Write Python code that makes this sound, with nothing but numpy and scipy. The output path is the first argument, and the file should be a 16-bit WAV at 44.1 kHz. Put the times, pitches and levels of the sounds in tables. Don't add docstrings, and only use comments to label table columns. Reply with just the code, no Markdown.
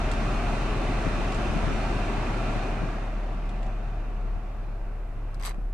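import sys
import numpy as np
from scipy import signal
from scipy.fft import rfft, irfft
from scipy.io import wavfile
from scipy.ndimage import uniform_filter1d

SR = 44100
rng = np.random.default_rng(int(sys.argv[2]) if len(sys.argv) > 2 else 0)


def store_pcm(level_fs):
    pcm = np.round(np.clip(level_fs, -1, 1) * 32767).astype(np.int16)
    wavfile.write(sys.argv[1], SR, np.atleast_2d(pcm).T)


N = 252847

# t/s, level/dB
AIR_FLOW = [(0, -34), (.7, -33.5), (1.34, -33.5), (1.66, -33.5), (2.3, -34.5), (2.65, -36), (2.9, -38),
            (3.14, -41), (3.7, -43.5), (4.05, -45.5), (4.4, -47), (4.68, -48), (4.8, -48.5), (5.03, -49.5),
            (5.35, -49), (5.73, -53)]
FULL_FLOW_DB = -34.5
# f/Hz, coherence
COHERENCE = [(60, 0.97), (130, 0.98), (220, 0.99), (400, 0.97), (700, 0.95), (1050, 0.65), (1200, 0.73),
             (1550, 0.052), (2000, 0.84), (2400, 0.77), (2750, 0.64), (2950, 0.17), (4000, 0.21),
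             (6000, 0.046)]


def blower():
    spectrum = [(35, -36), (60, 12.5), (66, -7), (127, -3.5), (165, -8.5), (373, -5.5), (490, -9),
                (706, -10), (1840, -18.5), (2420, -20), (3260, -27), (8890, -41), (14000, -71)]
    balance = [(60, 2.5), (98, -0.5), (160, 0.5), (260, 1), (430, 4), (710, 3), (1160, -1), (1890, 1),
               (3100, -4), (5070, 3.5), (8300, 2.5), (13600, 0.5)]
    phase_lead = [(60, 0.2), (200, -0.12), (310, -0.49), (400, 0.014), (490, -1), (900, 0.86),
                  (1200, -0.53), (1400, 1), (1900, -1), (2300, -0.17), (2750, 0.6), (3200, -1.6),
                  (3700, -0.57)]
    flow_slope = [(55, 2.5), (125, 0.63), (210, 1.02), (350, 1.3), (700, 1.04), (1400, 1.09), (2500, 1.3),
                  (4000, 1.46), (7000, 1.6)]
    ducts = [(213.3, 49, 9.5, 5), (479, 59, -6, -7), (704, 200, 2.5, 5), (1156, 49, 7, 2), (1344, 65, 4, 6),
             (1540, 170, 3, 4.5), (2110, 126, 0.5, 7), (2145, 56, -16, -8.5), (2462, 64, 4.5, 6),
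             (2686, 90, 5, 7), (3045, 105, 7.5, 1), (3310, 93, -7, -1), (3590, 124, 5, 3.5),
             (4210, 310, 0.5, 4.5), (6130, 880, 0, 4.5), (8940, 1000, 3.5, -10), (11600, 1500, 8.5, 8)]
    moan = [(0, 125.5, 7.5), (.4, 134, 10), (.8, 134, 12.5), (1.1, 126, 9), (1.5, 119.5, 8),
            (2.0, 119.4, 15.5), (2.4, 118, 10), (2.6, 112, -2), (3.0, 110, 0.6), (5.73, 104.9, 0.6)]
    hollow = [(0, 1.1), (2.8, 1.2), (3.6, 2.2), (4.1, 8.1), (4.5, 7), (4.75, 3.4), (5.0, 0.8), (5.73, 1)]
    drone = [(0, .3), (2.7, .3), (3.1, 4.5), (3.4, 3), (3.8, 1.65), (4.1, .3), (5.73, .3)]
    fizz = [(0, .2), (3.7, .2), (4.1, 1.4), (4.65, 2.5), (4.8, .3), (5.73, .3)]

    def shape_db(hz):
        lean_db = read(balance, hz)
        return read(spectrum, hz) + np.array([.5 * lean_db, -.5 * lean_db])

    def change_db(hz, t):
        patches = rng.standard_normal((len(t), len(hz))).T
        patches_db = evened(uniform_filter1d(uniform_filter1d(patches, size=12, axis=0), size=8, axis=1))
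        fade_db = read(flow_slope, hz)[:, None] * (columns(AIR_FLOW, t)[0] - FULL_FLOW_DB)
        moan_hz, moan_db = columns(moan, t)
        bands = [(moan_hz, 15, moan_db, moan_db)]
        for centre_hz, width_hz, curve in [(723, 33, hollow), (196, 43, drone), (5500, 3200, fizz)]:
            boost_db = columns(curve, t)[0]
            bands.append((centre_hz, width_hz, boost_db, boost_db))
        swayed_hz = np.outer(hz, 1 + 0.0038 * wander(t, 1.8))
        return peaked(fade_db + patches_db + 0.21 * wander(t, 6.5), swayed_hz, ducts + bands)

    rush = noise(shape_db, change_db, lambda hz: read(COHERENCE, hz), lambda hz: read(phase_lead, hz))
    return gain_of(-33) * rush


def fan_shaft():
    full_speed_hz, hum_re_flow_db = 53.1, -8
    flow_db = uniform_filter1d(columns(AIR_FLOW, np.arange(N) / SR)[0], size=20000)
    speed = gain_of((flow_db - FULL_FLOW_DB) / 3)
    turns = np.cumsum(full_speed_hz * speed) / SR
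    return gain_of(flow_db + hum_re_flow_db) * np.sin(2 * np.pi * turns)


def engine():
    idle = [(0, 37.83, -27.5), (1.3, 38.45, -28), (2.1, 37.66, -28.5), (3.0, 37.08, -29), (4.2, 36.73, -30),
            (4.75, 35.87, -31.5), (5.3, 34.86, -32.5), (5.73, 36.2, -29.5)]
    orders = [(0.501, -22), (.62, -17), (.75, -28), (1.998, -22), (3, -17.5)]
    body = [(5, -35), (16, -1), (28, 3), (45, 3), (90, -10.5), (200, -21), (400, -16), (1500, -32),
            (4200, -53.5)]
    uneven_hz, uneven_db, rumble_db = 0.39, 0.16, -42
    t = np.arange(N) / SR

    def waver(top_hz):
        return np.interp(t, t[::200], wander(t[::200], top_hz))

    firing_hz, hum_db = columns(idle, t)
    cycles = np.cumsum(firing_hz + uneven_hz * waver(23)) / SR
    hum = gain_of(hum_db + uneven_db * waver(23)) * np.sin(2 * np.pi * cycles)
    for order, db in orders:
        gain = gain_of(hum_db + db + 2.7 * waver(14))
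        hum += gain * np.sin(2 * np.pi * (order * cycles + 0.2 * waver(14) + rng.random()))
    rumble = noise(lambda hz: read(body, hz), lambda hz, t: 0,
                   lambda hz: 0.89 * read(COHERENCE, hz), size=8192)
    return np.sqrt(2) * hum * sides(0.57) + gain_of(rumble_db) * rumble


def buffets_and_thumps():
    pulses = [(0.078, -21, 200, -3), (0.329, -24, 131, -4), (0.913, -21, 220, -3), (1.061, -19, 150, -9),
              (1.068, -12.5, 300, -13), (1.071, -15.5, 120, -7), (1.078, -19, 150, -11),
              (1.175, -25, 110, -20), (1.194, -19, 100, -20), (1.557, -17, 124, -12), (1.571, -17, 240, -9),
              (1.566, -11.5, 200, -14), (1.638, -17, 185, -17), (1.678, -15, 188, -15),
              (1.719, -17, 270, -20), (1.967, -16.5, 120, -1.5), (2.183, -16, 204, -20),
              (2.562, -17, 200, -24), (2.571, -19.5, 110, -17), (2.82, -21, 220, -20),
              (2.834, -21, 230, -12), (2.838, -16.5, 230, -11), (2.843, -22, 120, -8),
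              (3.898, -36, 90, -20), (4.179, -35, 75.6, -25), (4.354, -25, 76, -18.5),
              (4.462, -34, 130, -20), (4.684, -38, 159, -20), (5.02, -40, 85, -20), (5.176, -31, 59.7, -22),
              (5.224, -38, 141, -16), (5.318, -36, 95.3, -18), (5.556, -28, 95, -20),
              (5.584, -23, 161.5, -15)]
    gusts = [(1.157, .07, -32, 70), (1.499, .025, -23, 170), (1.621, .145, -24, 144), (2.8, .04, -28, 140),
             (4.207, .19, -34.5, 99), (4.619, .09, -36, 139), (5.588, .035, -36, 110)]
    width_cycles = 0.81
    small_eddies = [eddy for row in gusts for eddy in gust(*row)]
    out, t = np.zeros((2, N + 4000)), np.arange(-2000, 2000) / SR
    for at_s, db, hz, right_db in pulses + small_eddies:
        envelope = np.exp(-abs(2 * hz * t / width_cycles) ** 1.22)
        swing = envelope * np.cos(2 * np.pi * (hz * t + 0.13 * rng.standard_normal()))
        out[:, round(at_s * SR):][:, :4000] += gain_of([[db], [db + right_db]]) * swing
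    return out[:, 2000:N + 2000]


def gust(start_s, length_s, db, hz):
    eddies_per_s, spread_db, spread_oct, right_db = 90, 4, 0.73, -26
    jitter, size, pitch = rng.standard_normal((20, 3))[:round(length_s * eddies_per_s)].T
    at_s = start_s + (np.arange(len(jitter)) + .5 + 0.305 * jitter) / eddies_per_s
    return zip(at_s, db + spread_db * size, hz * 2 ** (spread_oct * pitch), np.full(len(at_s), right_db))


def plastic_crackle():
    snaps = [(5.3443, -50.5, 6, 0), (5.3974, -47.5, 2, 0.3), (5.404, -54, 2, 4), (5.4115, -47.5, 1, 3),
             (5.4248, -44, 7, -1.5), (5.4343, -39, -1, 0), (5.4429, -39, 2, -1.5),
             (5.4501, -33.5, -2, -2.5), (5.4555, -36, 8, -4), (5.4595, -32, 4, -5), (5.4655, -34.5, -3, -4),
             (5.471, -38.5, 3, 0), (5.476, -40, 1, -1), (5.482, -41, 3, -0.5), (5.488, -48, -2, 2),
             (5.4931, -38.5, 2, -3), (5.5, -46, -3, 2), (5.5096, -48, 2, 3.5), (5.517, -55, 0, 6.5),
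             (5.544, -58, 0.5, 6.5)]
    spectrum = [(250, -23), (550, -5), (1100, -2.5), (2200, -10.5), (3500, -11), (7000, -20.5),
                (10000, -25), (12300, -25.5), (14200, -39)]
    rings = [(1106, 350, 6.5, 5), (2030, 520, 4.5, 12), (2820, 500, 0, 2), (3930, 210, 0, 11),
             (4670, 600, 7, 6), (6170, 420, 9, 12), (7930, 800, 13, 12), (9130, 800, 13.5, -1),
             (11300, 1020, 9, 9)]
    peak_s, peak_db = 5.466, -40.5
    rise_s, fall_s = 0.031, 0.034
    grains_per_s, grain_decay_s = 1500, 0.0008
    after_s = np.arange(N) / SR - peak_s
    burst_db = peak_db - 10 * np.minimum(after_s / np.where(after_s < 0, -rise_s, fall_s), 5) ** 2
    grains = gain_of(3 * np.minimum(rng.exponential(1, N), 4)) * (rng.random(N) < grains_per_s / SR)
    envelope = signal.lfilter([1], [1, -np.exp(-1 / (grain_decay_s * SR))], grains)
    burst = evened(envelope * port_noise(N, common=0.56, own=0.9)) * gain_of(burst_db)
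    singles = clicks(snaps, t60_s=0.056, rise_s=0.00021, crack_db=6)
    return coloured(singles + burst * sides(1), spectrum, rings)


def dial_ticks():
    ticks = [(0.1146, -37.5, 6, -1), (0.1354, -44, 5, 1), (1.3209, -41.5, 3, 0), (1.3454, -44, 2.5, -3),
             (3.2326, -61, -3, 11), (3.4555, -63, 6.5, 1), (3.492, -53, 4, 2), (3.5574, -61.5, 3, 10),
             (3.6298, -52, 1, 6), (3.6626, -55, 2, 0)]
    spectrum = [(1200, -8), (2800, -0.5), (4500, -2.5), (6500, -7), (8000, -8.5), (9300, -19), (10500, -22),
                (14000, -32)]
    rings = [(7750, 1200, 3, -1), (8800, 700, 6, 2)]
    return coloured(clicks(ticks, t60_s=0.069, rise_s=0.0005, crack_db=3), spectrum, rings)


def clicks(rows, t60_s, rise_s, crack_db):
    crack_s, bump_db, bump_width_hz = 0.0014, 2.1, 890
    out, t, hz = np.zeros((2, N + 4096)), np.arange(4096) / SR, np.fft.rfftfreq(4096, 1 / SR)
    attack = (1 - np.exp(-t / rise_s)) * (1 + gain_of(crack_db) * np.exp(-t / crack_s))
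    for at_s, db, lean_db, dull_db_per_oct in rows:
        white = port_noise(4096, common=0.45, own=0.74)
        bumps_db = bump_db * np.interp(hz / bump_width_hz, np.arange(40), rng.standard_normal(40))
        tilt_db = dull_db_per_oct * np.log2((hz + 1000) / 7000)
        rattle = irfft(rfft(white) * gain_of(bumps_db - tilt_db))
        envelope = attack * gain_of(db - 60 * t / t60_s)
        out[:, round(at_s * SR):][:, :4096] += sides(lean_db) * envelope * rattle
    return out[:, :N]


def coloured(x, spectrum, rings):
    hz = abs(np.fft.fftfreq(4096, 1 / SR))
    log_gain = np.log(gain_of(peaked(read(spectrum, hz), hz, rings)))
    taps = np.fft.ifft(np.exp(log_gain - 1j * signal.hilbert(log_gain).imag)).real[:, :1024]
    return signal.oaconvolve(x, taps / np.sqrt(np.sum(taps ** 2) / 2), axes=1)[:, :N]


def peaked(db, hz, peaks):
    for centre_hz, width_hz, left_db, right_db in peaks:
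        shape = 1 / (1 + (2 * (hz - centre_hz) / width_hz) ** 2)
        db = db + np.array([left_db * shape, right_db * shape])
    return db


def noise(shape_db, change_db, coherence, lead_rad=np.zeros_like, size=2048):
    def to_samples(spectra):
        return signal.istft(spectra, nperseg=size, noverlap=size - hop)[1][:, :N]

    hop = size // 4
    hz, t = np.fft.rfftfreq(size, 1 / SR), np.arange(N // hop + 5) * hop / SR
    a, b, c, d = rng.standard_normal((len(t), len(hz), 4)).T
    left, unrelated = a + 1j * b, c + 1j * d
    alike = np.clip(coherence(hz), 0, 1)[:, None]
    right = alike * left * np.exp(-1j * lead_rad(hz))[:, None] + np.sqrt(1 - alike ** 2) * unrelated
    steady = np.array([left, right]) * gain_of(shape_db(hz))[..., None]
    return to_samples(steady * gain_of(change_db(hz, t))) / np.sqrt(np.mean(to_samples(steady) ** 2))


def port_noise(n, common, own):
    white = rng.standard_normal((3, n))
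    return common * white[0] + own * white[1:]


def wander(t, top_hz):
    rates_hz = np.geomspace(top_hz / 20, top_hz, 24)
    return evened(sum(np.sin(2 * np.pi * (hz * t + rng.random())) / np.sqrt(hz) for hz in rates_hz))


def gain_of(db):
    return 10 ** (np.asarray(db) / 20)


def evened(x):
    return x / np.sqrt(np.mean(x ** 2) + 1e-20)


def read(points, hz):
    knots_hz, values = np.transpose(points)
    return np.interp(np.log(hz + 1), np.log(knots_hz + 1), values)


def columns(rows, t):
    knots_s, *values = np.transpose(rows)
    return [np.interp(t, knots_s, column) for column in values]


def sides(lean_db):
    return gain_of([[.5 * lean_db], [-.5 * lean_db]])


def scene():
    return blower() + fan_shaft() + engine() + plastic_crackle() + dial_ticks() + buffets_and_thumps()


def record(dry):
    spectrum = [(1000, 0), (5000, 8), (10000, -2), (14000, -20)]  # f/Hz, relative level/dB
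    hiss_db, cutoff_hz = -75, 14200
    hiss = gain_of(hiss_db) * noise(lambda hz: read(spectrum, hz), lambda hz, t: 0, np.zeros_like)
    taps = signal.firwin(1023, cutoff_hz, window=("kaiser", 9), fs=SR)
    return signal.oaconvolve(dry + hiss, taps[None], "same")


dry = scene()
out = record(dry)
store_pcm(out)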